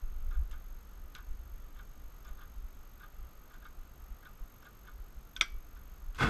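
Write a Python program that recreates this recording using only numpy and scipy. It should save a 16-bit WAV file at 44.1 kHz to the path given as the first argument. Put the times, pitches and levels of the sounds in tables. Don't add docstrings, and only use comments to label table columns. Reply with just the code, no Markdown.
import sys
import numpy as np
from scipy import signal
from scipy.fft import rfft, irfft
from scipy.io import wavfile
from scipy.ndimage import uniform_filter1d

SR = 44100
rng = np.random.default_rng(int(sys.argv[2]) if len(sys.argv) > 2 else 0)


def dump(signal):
    limited = np.clip(np.atleast_2d(signal).T, -1, 1)
    pcm = np.round(limited * 32767).astype(np.int16)
    wavfile.write(sys.argv[1], SR, pcm)


def invert_db(level):
    return 10 ** (np.asarray(level, dtype=float) / 20)


N = 277389

# f/Hz, level/dB
WHISTLE = [(6443, -68), (12886, -63)]
# f/Hz, level/dB
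AIR_COLOUR = [(52, -29), (88, 2.5), (269, -6), (471, -10.5), (1110, -14), (1860, -18.5), (5820, -27.5),
              (15000, -35)]
# f/Hz, width/Hz, level/dB
CAVITY = [(1220, 134, -72.5), (1430, 100, -76.5), (1294, 180, -76), (7500, 500, -87.5)]
# t/s, level/dB
BREEZE = [(0.0, -42.5), (0.2, -39.5), (0.6, -47), (1.0, -48.5), (1.6, -46.5), (2.4, -50), (3.3, -53.5),
          (4.0, -51), (4.7, -56.5), (5.3, -53.5), (5.8, -49.5), (6.29, -49)]
# crest t/s, level/dB, swell/s, upper rumble relative level/dB
GUSTS = [(0.26, -33, 0.082, -10), (0.389, -22, 0.027, -14), (0.5, -42, 0.041, -6), (0.58, -39, 0.045, -19),
         (0.77, -42, 0.039, -17), (0.98, -43, 0.012, -10), (1.17, -41, 0.012, -12), (1.31, -35.5, .03, -32),
         (1.41, -42.5, 0.026, -8), (2.05, -45.5, 0.029, -22), (2.3, -46.5, 0.086, -6),
         (2.63, -38.5, 0.084, -7.5), (3.24, -48, 0.076, 2), (3.81, -40, 0.051, -8), (4.0, -57, 0.029, 1),
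         (4.11, -48, 0.012, 5), (4.41, -39.5, 0.041, -17.5), (5.0, -36, 0.056, -11),
         (5.17, -51.5, 0.036, 2), (5.41, -49, 0.018, -1.5), (5.57, -38, 0.071, -17),
         (5.74, -48, .04, -12.5), (6.09, -37.5, 0.045, -10), (6.17, -40, .03, -14), (6.28, -37, .03, -12)]
# f/Hz, width/Hz
RUMBLE = [(23, 28), (58, 45)]
# seated t/s, first squeak level/dB, second squeak level/dB
SQUEAKS = [(0.339, -65, -60), (2.277, -60, -58.5), (3.538, -65, -61), (4.653, -63, -63), (5.791, -66, -80)]
# seated t/s, peak level/dB, first knock relative level/dB, rattle length/s
STROKES = [(0.337, -53, 3, 0.021), (0.524, -51, -25, 0.026), (1.177, -47, 0, 0.019),
           (1.789, -44, -4.5, 0.012), (2.275, -50.5, 0, .018), (2.411, -46, -4.5, .015),
           (3.029, -45.5, -4.5, 0.015), (3.535, -48, -4.5, .014), (3.65, -43, -9, .013),
           (4.2526, -44, -8, .013), (4.651, -47.5, -4.5, 0.016), (4.87, -46.5, -13, 0.018),
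           (5.7896, -61, 13.5, 0.0094)]
# f/Hz, level/dB, t60/s
PANEL_LOW = [(1236, -14, 0.058), (1229, -6, 0.09), (1404, -4, 0.031), (1480, 3, 0.037), (1592, -4.5, 0.076),
             (1745, -27.5, 0.014), (2160, -6, 0.024)]
# f/Hz, level/dB, t60/s
PANEL_HIGH = [(2780, 0.5, 0.01), (3195, -0.5, 0.014), (3470, 3.5, 0.014), (3710, -10, 0.025),
              (4600, -13, 0.0081)]
# t/s, low body peak level/dB, then relative to it high body level/dB,
# bright tick level/dB, diffuse tail level/dB, plate ring level/dB
TICKS = [
    (0.5116, -52, -3, 10.4, 0.5, -36),
    (1.1506, -41, 3.5, 5, -4, -40),
    (0.525, -60, -3, 7.4, -5, -36),
    (6.147, -47.5, -12, 3, -4.5, -38),
    (6.157, -52, 2, 3, -6.5, -38),
]
LEVER = [
    (5.3639, -40.5, 16.2, 2.6, -0.5, -1.4),
]
SNAPS = [
    (5.4105, -7, 0, -14.5, -15, -19.5),
]
# f/Hz, width/Hz
TICK_BODY = [(2900, 670), (3850, 600)]
# f/Hz, width/Hz, level/dB
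TICK_TOP = [(1440, 480, 2.5), (5100, 860, -9.5), (6700, 680, -1.5), (8100, 780, -8.5), (10500, 3000, -15.5)]
# f/Hz, width/Hz
SNAP_BODY = [(2250, 304), (3480, 370)]
# f/Hz, width/Hz, level/dB
SNAP_TICK = [(4900, 510, -6), (5560, 460, 1.5), (6370, 480, 4.5), (8040, 770, -6), (11000, 2300, -14.5)]
# f/Hz, width/Hz, level/dB
CABINET = [(400, 1030, -17.5), (1366, 520, 0), (2190, 600, -2), (3280, 400, -0.5), (5110, 950, -9),
           (5700, 400, -10), (7000, 1700, -21.5)]
# f/Hz, level/dB, t60/s
LEVER_RING = [(1520, -3, .12), (2280, -10, .04), (5050, -12, .05)]
# f/Hz, level/dB, t60/s
SNAP_RING = [(345, -16, .08), (684, -21, .1), (1332, -13, .07), (1604, -12, .15), (2056, -4, .09),
             (2283, -18, .38), (2455, -9, .06), (2750, -5, .04), (3236, -9, .05), (3497, -8, .06),
             (4480, -23, .2), (5022, -11, .055), (5717, 0, .085)]
# t/s, level/dB
EFFORT = [(6.14, -80), (6.156, -60), (6.178, -60), (6.186, -42.5), (6.2, -37), (6.208, -28.5),
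          (6.236, -27.5), (6.25, -32), (6.29, -32)]
# f/Hz, width/Hz, level/dB
CASING = [(680, 310, -2.5), (1040, 98, 1), (1290, 120, 0.5), (1440, 80, 4.5), (1525, 86, 4),
          (2140, 89, -1.5), (2580, 210, -4.5), (3400, 92, -4), (3870, 400, -28), (4960, 210, -14),
          (6600, 800, -30)]
# f/Hz, width/Hz, level/dB
BLOCK = [(60, 56, 0.5), (136, 30, 0), (225, 45, 0), (304.3, 52, 0), (418, 140, -5)]


def set_level(x, db):
    return x * invert_db(db) / np.sqrt(np.mean(x ** 2))


def curve(table):
    t, db = np.transpose(table)
    return np.interp(np.arange(N) / SR, t, db)


def noise():
    return rng.standard_normal(N)


def walk(rate):
    hold = int(SR / rate)
    steps = np.repeat(rng.standard_normal(N // hold + 1), hold)
    return uniform_filter1d(uniform_filter1d(steps, hold), hold)[:N]


def bursts(times, dbs, rises, decays):
    out = np.zeros(N + SR)
    t = np.arange(SR // 5) / SR
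    for s, db, rise, decay in np.broadcast(times, dbs, rises, decays):
        out[int(s * SR):][:len(t)] += invert_db(db) * (1 - np.exp(-t / rise)) * np.exp(-t / decay)
    return out[:N]


def band(x, hz, width):
    return signal.lfilter(*signal.iirpeak(hz, hz / width, fs=SR), x)


def steep(x, hz, width):
    return band(band(x, hz, width), hz, width)


def ring(x, modes):
    out = 0
    for hz, db, t60 in modes:
        pole = np.exp((2j * np.pi * hz - np.log(1000) / t60) / SR)
        out = out + invert_db(db) * signal.lfilter([0, pole.imag], [1, -2 * pole.real, abs(pole) ** 2], x)
    return out


def sensor():
    frame_hz, read_start, read_share = 47.953, .69, .385
    frames = np.arange(N) / SR * frame_hz - read_start + 1
    frame, place = frames.astype(int), frames % 1
    gate = uniform_filter1d(1. * (place < read_share), size=48)
    slips = np.repeat(rng.integers(0, 4, 40), 9) + (rng.random(360) < .15)
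    turn = np.cumsum(slips)[frame] / 4
    leak = set_level(steep(noise(), 7600, 1400), -84.5)
    for k, (hz, db) in enumerate(WHISTLE):
        phase = 2 * np.pi * (hz * place / frame_hz + (k + 1) * turn)
        leak = leak + invert_db(db + 1.4 * walk(12)) * np.sin(phase)
    return gate * leak


def air():
    hz, db = np.transpose(AIR_COLOUR)
    colour = invert_db(np.interp(np.log(np.fft.rfftfreq(N, 1 / SR) + 1), np.log(hz), db))
    hiss = set_level(irfft(rfft(noise()) * colour, N), -62)
    cavity = sum(invert_db(1.5 * walk(5.4)) * set_level(band(noise(), f, w), d) for f, w, d in CAVITY)
    return hiss + cavity


def rumble(hz, width):
    x = steep(noise() * invert_db(4.8 * walk(26)), hz, width)
    return set_level(x / uniform_filter1d(np.abs(x), size=5000) ** .5, 0)


def wind():
    crest, db, swell, upper_db = np.transpose(GUSTS)[:, :, None]
    fade_s, breeze_upper_db, top_hz = 0.014, -4, 60.8
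    coarse = np.arange(0, N, SR // 500) / SR
    gusts = invert_db(db) * np.exp(np.minimum((coarse - crest) / swell, (crest - coarse) / fade_s))
    t = np.arange(N) / SR
    deep_gust = np.interp(t, coarse, gusts.sum(axis=0))
    upper_gust = np.interp(t, coarse, (gusts * invert_db(upper_db)).sum(axis=0))
    breeze = invert_db(curve(BREEZE))
    deep, upper = (rumble(hz, width) for hz, width in RUMBLE)
    push = (breeze + deep_gust) * deep + (invert_db(breeze_upper_db) * breeze + upper_gust) * upper
    return signal.sosfilt(signal.butter(5, top_hz, fs=SR, output="sos"), push)


def squeaks(travel_s):
    seated, first_db, second_db = np.transpose(SQUEAKS)
    barrel_db = second_db + 21.5 - 2.5
    barrel = steep(noise() * bursts(seated, barrel_db, 0.0046, 0.027), 660, 120)
    first = steep(noise() * bursts(seated - travel_s, first_db + 17, 0.0019, 0.0053), 5290, 600)
    second = steep(noise() * bursts(seated, second_db + 17, 0.0019, 0.0053), 6940, 600)
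    return barrel + first + second


def plunger(travel_s):
    seated, seat_db, first_db, length = np.transpose(STROKES)
    t = np.r_[seated - travel_s, seated]
    db = np.r_[seat_db + first_db, seat_db]
    length = np.r_[length, length]
    swing_s = np.repeat((0.0053, 0.0073), len(seated))
    bright_db = np.repeat((-22, -21.5), len(seated))
    dull = ring(noise() * bursts(t, db - 24.5, swing_s, length), PANEL_LOW)
    clicks = bursts(t - .004, db + bright_db - 11.5, 0.0045, 1.12 * length)
    bright = ring(noise() * clicks, PANEL_HIGH)
    return band(dull, 1390, 970) + band(bright, 5230, 6400)


def snaps(events, bodies, tops, rings):
    t, db, high_db, tick_db, tail_db, ring_db = np.transpose(events)
    low, high, plate = (bursts(t, db + d, .00002, .00004) for d in (29, 29 + high_db, ring_db))
    body = steep(low, *bodies[0]) + steep(high, *bodies[1])
    bounce = noise() * bursts(t, db + tick_db + 12, .001, .0015)
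    tick = sum(invert_db(d) * steep(bounce, hz, width) for hz, width, d in tops)
    early = bursts(t, db + tail_db + 11, 0.0018, 0.0089)
    late = bursts(t, db + tail_db - 7.5, 0.0048, 0.04)
    scatter = noise() * (early + late)
    tail = sum(invert_db(d) * steep(scatter, hz, width) for hz, width, d in CABINET)
    return body + tick + tail + band(ring(plate, rings), 2750, 8000)


def starter():
    tooth_hz, full_db, block_lag_s = 261.5, -30, 0.011
    grind_db = curve(EFFORT)
    thump_db = -29.5 + 1.06 * (grind_db - full_db)
    hiss_db = -47.5 + 0.55 * (grind_db - full_db)
    follow = 1 / (block_lag_s * SR)
    thump = signal.lfilter([follow], [1, follow - 1], invert_db(thump_db))
    on = np.arange(N) > EFFORT[0][0] * SR
    mesh = 1 + 0.21 * np.cos(2 * np.pi * np.cumsum(tooth_hz / SR * invert_db(3 * walk(150))))
    casing = 0
    for hz, width, db in CASING:
        clumps = mesh * noise() * invert_db(2.7 * walk(90))
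        casing = casing + set_level(band(clumps, hz, width), db)
    grind = set_level(steep(casing, 1070, 7300), 0)
    block = set_level(sum(set_level(steep(noise(), hz, width), db) for hz, width, db in BLOCK), 0)
    brushes = set_level(steep(mesh * noise() * invert_db(3.4 * walk(60)), 2400, 5400), 0)
    return on * (invert_db(grind_db) * grind + thump * block + invert_db(hiss_db) * brushes)


def scene():
    travel_s = .0295
    bed = sensor() + air() + wind()
    pump = squeaks(travel_s) + plunger(travel_s)
    ticks = snaps(TICKS, TICK_BODY, TICK_TOP, LEVER_RING)
    lever = snaps(LEVER, SNAP_BODY, SNAP_TICK, LEVER_RING)
    toggle = snaps(SNAPS, SNAP_BODY, SNAP_TICK, SNAP_RING)
    return (bed + pump + ticks + lever + toggle + starter())[None]


def top_cut(x):
    return signal.sosfilt(signal.butter(12, 15130, fs=SR, output="sos"), x)


def record(dry):
    top_hz = 15050
    dull = signal.sosfilt(signal.ellip(8, .2, 60, top_hz, fs=SR, output="sos"), dry)
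    return top_cut(dull)


dry = scene()
out = record(dry)
dump(out)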